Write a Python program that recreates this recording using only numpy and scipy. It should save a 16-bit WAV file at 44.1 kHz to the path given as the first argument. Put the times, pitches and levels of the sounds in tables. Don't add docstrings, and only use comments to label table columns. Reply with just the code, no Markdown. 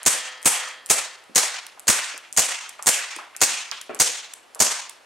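import sys
import numpy as np
from scipy import signal
from scipy.io import wavfile
from scipy.ndimage import uniform_filter1d

SR = 44100
rng = np.random.default_rng(int(sys.argv[2]) if len(sys.argv) > 2 else 0)


def dump_mix(stems):
    frames = np.atleast_2d(stems).T
    limited = np.clip(frames, -1, 1)
    pcm = np.round(limited * 32767).astype(np.int16)
    wavfile.write(sys.argv[1], SR, pcm)


N = 222740

# (valve strike [s], steel level [dB], sizzle level [dB], gas level [dB], frame thump level [dB],
#         slide home after strike [s], gust level at the microphone [dB], gust after strike [s])
SHOTS = [(0.0608, -6, -12, -3, -6, .0172, -13.5, 0.013),
         (0.4556, -10, -4.5, -1.5, -13, 0.018, -15.5, 0.0018),
         (0.8978, -12.5, -13.5, -7.5, -13, 0.015, -19.5, 0.0042),
         (1.3573, -2, -13.5, -1, 0.5, 0.021, -41, .012), (1.879, -1, -10, 2, 5, 0.021, -5, .012),
         (2.373, 2, -10.5, 1.5, 8.5, 0.02, -15, .017), (2.868, -1.5, -3.5, 3, 6, .0195, -40, 0.005),
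         (3.4144, -2, -22, -1.5, 0.5, 0.02, -25, 0.016), (3.9986, -4, -18.5, -5.5, 2, 0.019, -21.5, 0.0083),
         (4.601, -3.5, -12.5, -4.5, 6, 0.02, -23, 0.0072)]
DIRECTIONS = {"near": [(100, 6.5), (300, -1.5), (700, -4), (2000, -7.5), (4500, -11), (8000, -6.5),
                       (14000, -11)], "room": [(100, -16), (300, -21), (700, -15.5), (2000, -10),
                                                   (4500, -9), (8000, -6), (14000, 18)]}
KNOCK_OCTAVES, KNOCK_ROOM_DB, STAND_SIDE_DB = 1.12, 2.5, -7


def from_db(db):
    return 10 ** (np.asarray(db) / 20)


def at_hz(points, hz):
    freqs, values = np.transpose(points)
    return np.interp(np.log(hz), np.log(freqs), values)


def add(track, s, sound):
    start = int(round(s * SR))
    part = sound[..., :N - start]
    track[..., start:start + part.shape[-1]] += part


def burst(fade_s):
    return np.exp(-np.arange(SR // 5) / SR / fade_s)


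def band_pass(x, low_hz, high_hz):
    return signal.sosfilt(signal.butter(2, [low_hz, high_hz], "band", fs=SR, output="sos"), x)


def to_stereo(mid, side):
    return mid + side * [[1], [-1]]


def drift(rate_hz):
    return np.interp(np.arange(N) / SR * rate_hz, np.arange(1000), rng.standard_normal(1000))


def noise_bands(width):
    edges_hz = 35 * 2 ** (np.arange(28) / 3)
    white = rng.standard_normal((2, 2, N))
    for k, (low_hz, high_hz) in enumerate(zip(edges_hz, edges_hz[1:])):
        hz = np.sqrt(low_hz * high_hz)
        mid, side = band_pass(white[k % 2], low_hz, high_hz)
        spread = from_db(at_hz(width, hz))
        yield low_hz, high_hz, hz, to_stereo(mid, spread * side) / np.hypot(1, spread)


def noise(spectrum, bands):
    out = sum(from_db(at_hz(spectrum, hz)) * band for _, _, hz, band in bands)
    return out / out.std()


def ring(drive, hz, t60_s):
    r = np.exp(-np.log(1000) / (t60_s * SR))
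    w = 2 * np.pi * hz / SR
    floor = 1e-18 * rng.standard_normal(N)
    return signal.lfilter([.5, 0, -.5], [1, -2 * r * np.cos(w), r * r], drive + floor)


def struck(blows, modes, vary_db):
    times_s, levels_db = np.transpose(blows)
    at = np.round(times_s * SR).astype(int)
    out = np.zeros((2, N))
    for hz, db, t60_s in modes:
        chance_db = vary_db * rng.standard_normal((2, len(at)))
        clicks = np.zeros((2, N))
        clicks[:, at] = from_db(levels_db + db + chance_db)
        out += ring(clicks, hz, t60_s)
    return out


def air(bands):
    # (frequency [Hz], relative density [dB per Hz])
    hiss = [(40, -35), (80, -2.5), (150, -9.5), (300, -1.5), (700, 5), (1500, 1), (3000, -4), (6000, -12),
            (10000, -14), (15500, -35)]
    return from_db(-53.5) * noise(hiss, bands)


def stockroom(source, build_s=0.011, patchy_db=1.45):
    # (frequency [Hz], level [dB])
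    tail_levels = [(60, -39), (150, -23), (300, -11), (500, -11), (900, -7), (2000, -3.5), (3000, -1),
                   (4500, -6), (7000, -9), (10000, -4.5), (15000, -21)]
    # (frequency [Hz], t60 [s])
    tail_t60 = [(100, 0.26), (400, 0.25), (1000, 0.51), (2500, 0.53), (5000, 0.44), (7300, 0.39),
                (10000, 0.21), (14000, 0.09)]
    # (frequency [Hz], level per band [dB])
    lingering = [(100, -66), (600, -47.5), (3000, -45.5), (8000, -48.5), (14000, -75)]
    out = 0
    fill = np.exp(-1 / (build_s * SR))
    swells = drift(90)
    for low_hz, high_hz, hz, band in noise_bands(DIRECTIONS["room"]):
        drain = np.exp(-2 * np.log(1000) / (at_hz(tail_t60, hz) * SR))
        fed = band_pass(source, low_hz, high_hz) ** 2
        energy = signal.lfilter([(1 - fill) * (1 - drain)], [1, -fill - drain, fill * drain], fed)
        energy = energy + from_db(at_hz(lingering, hz)) ** 2 * drain ** np.arange(N)
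        gain = from_db(at_hz(tail_levels, hz) + patchy_db * (1.5 * swells + drift(35)))
        out = out + gain * np.sqrt(np.abs(energy)) * band / band.std()
    return out


def tube(pitch_hz=127.6, count=36, t60_s=1.0, delay_s=.019):
    # (frequency [Hz], relative level [dB])
    overtones = [(380, -72), (510, -58.5), (640, -61.5), (800, -59), (1150, -64.5), (1280, -54),
                 (1600, -59), (1800, -47.5), (2040, -52.5), (2200, -58), (2430, -60), (2950, -64),
                 (3190, -52), (3330, -55.5), (3500, -76), (3830, -62.5), (5000, -62.5)]
    level_db, near_until_s, fade_db_per_s = 18, .7, 23
    blows = [(0.0047, -19.5)]
    blows += [(s + delay_s, 0) for s, *_ in SHOTS]
    out = 0
    for hz in pitch_hz * (4 + np.arange(count)):
        scattered = [(s + rng.random() / pitch_hz, db) for s, db in blows]
        out = out + struck(scattered, [(hz, at_hz(overtones, hz), t60_s)], vary_db=1.0)
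    away_s = np.maximum(np.arange(N) / SR - near_until_s, 0)
    return from_db(level_db - fade_db_per_s * away_s) * out


def trigger(bands, fade_s=0.00078, lag_s=.0013):
    # (movement [s], level [dB])
    pulls = [(0.0301, -19.5), (0.4165, -34), (0.4274, -22), (0.8596, -18.5), (1.7945, -23.5),
             (2.3256, -17.5), (2.824, -16.5), (3.3636, -17.5), (3.946, -20.5), (4.5469, -19.5)]
    # (movement [s], level [dB])
    resets = [(0.286, -33), (0.685, -29.5), (1.2375, -44), (1.665, -23), (2.1765, -23), (2.6913, -22.5),
              (3.162, -23.5), (3.812, -20.5), (4.3349, -20), (4.8938, -20.5)]
    # (frequency [Hz], relative density [dB per Hz])
    small_click = [(60, -60), (500, -36.5), (2000, -30), (4500, -19), (7000, 8), (9500, 10.5),
                   (12000, -9.5), (15500, -20)]
    frame_click = [(60, -34), (300, -17), (900, -15), (1800, 3), (4000, 5), (8000, -26), (15500, -1)]
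    tick, rap = np.zeros(N), np.zeros(N)
    # (moves, first tick [dB], second tick [dB], gap [s], rap against tick [dB])
    for moves, first_db, second_db, gap_s, rap_db in ((pulls, -2, -9.5, .006, -20.5),
                                                      (resets, -3, -6, .0022, -9)):
        for s, db in moves:
            for delay_s, tick_db in ((0, first_db), (gap_s, second_db)):
                contact = from_db(db + tick_db) * burst(fade_s)
                add(tick, s + lag_s + delay_s, contact)
                add(rap, s + lag_s + delay_s, from_db(rap_db) * contact)
    clicks = tick * noise(small_click, bands) + rap * noise(frame_click, bands)
    return band_pass(clicks, 600, 13000)


def pistol(bands, gas_brevity=0.52):
    # (after the strike [s], steel level [dB], gas level [dB], steel fade [s])
    cycle = [(-.008, -28.5, -33.5, 0.0051), (.0002, -7.5, -24.5, 0.0002), (.0021, -5.5, -7.5, 0.026),
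             (.0048, -2, -9, 0.00087), (0.0112, -2.5, -1, 0.0016)]
    # (steel level [dB], gas level [dB], steel fade [s])
    slide_home = (0, -1.5, 0.011)
    # (frequency [Hz], relative density [dB per Hz])
    steel_colour = [(60, -37.5), (1000, -31.5), (2500, -16), (3600, -13.5), (5200, -2), (6600, 3),
                    (8500, -0.5), (11000, -14.5), (15500, -38)]
    sizzle_colour = [(60, -66), (5500, -25.5), (7200, -14), (8500, 7), (10500, -10.5), (12500, -22),
                     (15500, -32)]
    gas_colour = [(60, -29), (150, -2), (300, 1), (500, 4.5), (800, 6), (1400, 3), (2000, 4.5), (2600, 0.5),
                  (3600, -3), (5000, -8.5), (9000, -8.5), (15500, -11)]
    # (frequency [Hz], relative level [dB], t60 [s])
    slide_modes = [(4243, -29, 0.12), (4733, -28.5, 0.052), (6050, -44, .06), (6580, -16, 0.049),
                   (6864, -13.5, 0.014), (8400, -32.5, 0.045), (9040, -29, 0.056), (8800, -35.5, .05)]
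    frame_modes = [(157, -32.5, 0.08), (228, -19.5, 0.029), (372, -31.5, 0.038), (494, -21, 0.1),
                   (620, -17.5, 0.027), (746, -21.5, 0.046)]
    steel, sizzle, gas = np.zeros((3, N))
    clashes, spurts = [], []
    for s, steel_db, sizzle_db, gas_db, frame_db, travel_s, *_ in SHOTS:
        for delay_s, clash_db, spurt_db, fade_s in [*cycle, (travel_s, *slide_home)]:
            at_s = s + delay_s
            add(steel, at_s, from_db(steel_db + clash_db) * burst(fade_s))
            add(sizzle, at_s, from_db(sizzle_db + clash_db) * burst(fade_s))
            add(gas, at_s, from_db(gas_db + spurt_db) * burst(fade_s * gas_brevity))
            clashes.append((at_s, steel_db + clash_db))
            spurts.append((at_s, frame_db + spurt_db))
    crack = steel * noise(steel_colour, bands)
    crack = crack + sizzle * noise(sizzle_colour, bands)
    crack = crack + gas * noise(gas_colour, bands)
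    slide = from_db(12.0) * struck(clashes, slide_modes, vary_db=4.5)
    frame = struck(spurts, frame_modes, vary_db=2.5)
    return crack + slide + frame


def wall_echoes(source):
    # (delay [s], level [dB])
    echoes = [(.026, -14.5), (.0365, -54), (.0445, -22), (.056, -22.5), (0.0712, -23.5), (.1, -27)]
    out = np.zeros((2, N))
    thin = band_pass(source, 700, 12000)
    for delay_s, db in echoes:
        add(out, delay_s, from_db(db) * thin)
    return out


def gusts(hz=115, t60_s=0.01, lag_s=0.0031):
    pushes = np.zeros((2, N))
    for s, *_, db, delay_s in SHOTS:
        add(pushes[0], s + delay_s, from_db([db]))
        add(pushes[1], s + delay_s + lag_s, from_db([db]))
    return from_db(12.0) * band_pass(ring(pushes, hz, t60_s), 25, 314)


def damped_hits(hits):
    direct, sent = np.zeros((2, N)), np.zeros(N)
    for s, db, hz, octaves, fade_s in hits:
        ratio = 2 ** (octaves / 2)
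        low_hz, high_hz = hz / ratio, hz * ratio
        body = band_pass(burst(fade_s) * rng.standard_normal((2, SR // 5)), low_hz, high_hz)
        level = from_db(db) * np.sqrt(SR / 2 / (high_hz - low_hz))
        mid, side = level * body
        add(direct, s, to_stereo(mid, from_db(STAND_SIDE_DB) * side))
        add(sent, s, from_db(KNOCK_ROOM_DB) * mid)
    return direct, sent


def knocks():
    # (time [s], level [dB], centre [Hz], fade [s])
    taps = [(1.294, -46, 300, .016), (1.433, -16, 977, 0.006), (1.774, -45.5, 944, 0.014),
            (2.141, -44, 475.5, 0.014), (2.7923, -34, 1064, 0.0085), (3.163, -43, 420, 0.011),
            (3.187, -35.5, 1080, 0.025), (3.348, -41, 1800, .0075), (4.557, -41, 820, 0.031)]
    return damped_hits([(s, db, hz, KNOCK_OCTAVES, fade_s) for s, db, hz, fade_s in taps])


def clack(hit_s=3.7142):
    # (after the hit [s], level [dB], centre [Hz], width [octaves], fade [s])
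    parts = [(0, -5, 5800, 0.84, 0.00023), (.004, -30, 1730, 2, 0.017)]
    return damped_hits([(hit_s + delay_s, *part) for delay_s, *part in parts])


def bump(s=3.894, db=-52, fade_s=0.031, room_db=5):
    # (frequency [Hz], relative level [dB], t60 [s])
    stand_modes = [(253, -5, 0.029), (400, 1, .05), (583, -6, .05), (646, -7, 0.073), (1080, -7, 0.028),
                   (1310, -11, 0.031), (2320, -14, 0.1)]
    scuff = np.zeros((2, N))
    rub = burst(fade_s) * rng.standard_normal((2, SR // 5))
    add(scuff, s, from_db(db) * band_pass(rub, 180, 2500))
    mid, side = sum(from_db(mode_db) * ring(scuff, hz, t60_s) for hz, mode_db, t60_s in stand_modes)
    return to_stereo(mid, from_db(STAND_SIDE_DB) * side), from_db(room_db) * mid


def scene():
    near = list(noise_bands(DIRECTIONS["near"]))
    ticks, shots = trigger(near), pistol(near)
    taps, taps_sent = knocks()
    pellet, pellet_sent = clack()
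    thud, thud_sent = bump()
    sent = shots[0] + from_db(-0.5) * ticks[0] + taps_sent + pellet_sent + thud_sent
    direct = shots + ticks + taps + pellet + thud
    return direct + wall_echoes(shots) + stockroom(sent) + tube() + gusts() + air(near)


def gain_control(x, limit_db, release_db_per_s):
    power = uniform_filter1d(np.mean(x ** 2, axis=0), size=130)
    level_db = 10 * np.log10(np.maximum(power, 1e-12))
    creep_db = release_db_per_s * np.arange(N) / SR
    duck_db = np.maximum.accumulate(np.maximum(level_db - limit_db, 0) + creep_db) - creep_db
    return x * from_db(-uniform_filter1d(duck_db, size=40))


def record(dry):
    heard = signal.sosfilt(signal.butter(1, 50, "high", fs=SR, output="sos"), dry)
    held = gain_control(heard, limit_db=-9.5, release_db_per_s=65.5)
    rounded = .75 * np.tanh(held / .75)
    return signal.sosfilt(signal.ellip(10, .1, 80, 15800, fs=SR, output="sos"), rounded)


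dry = scene()
out = record(dry)
dump_mix(out)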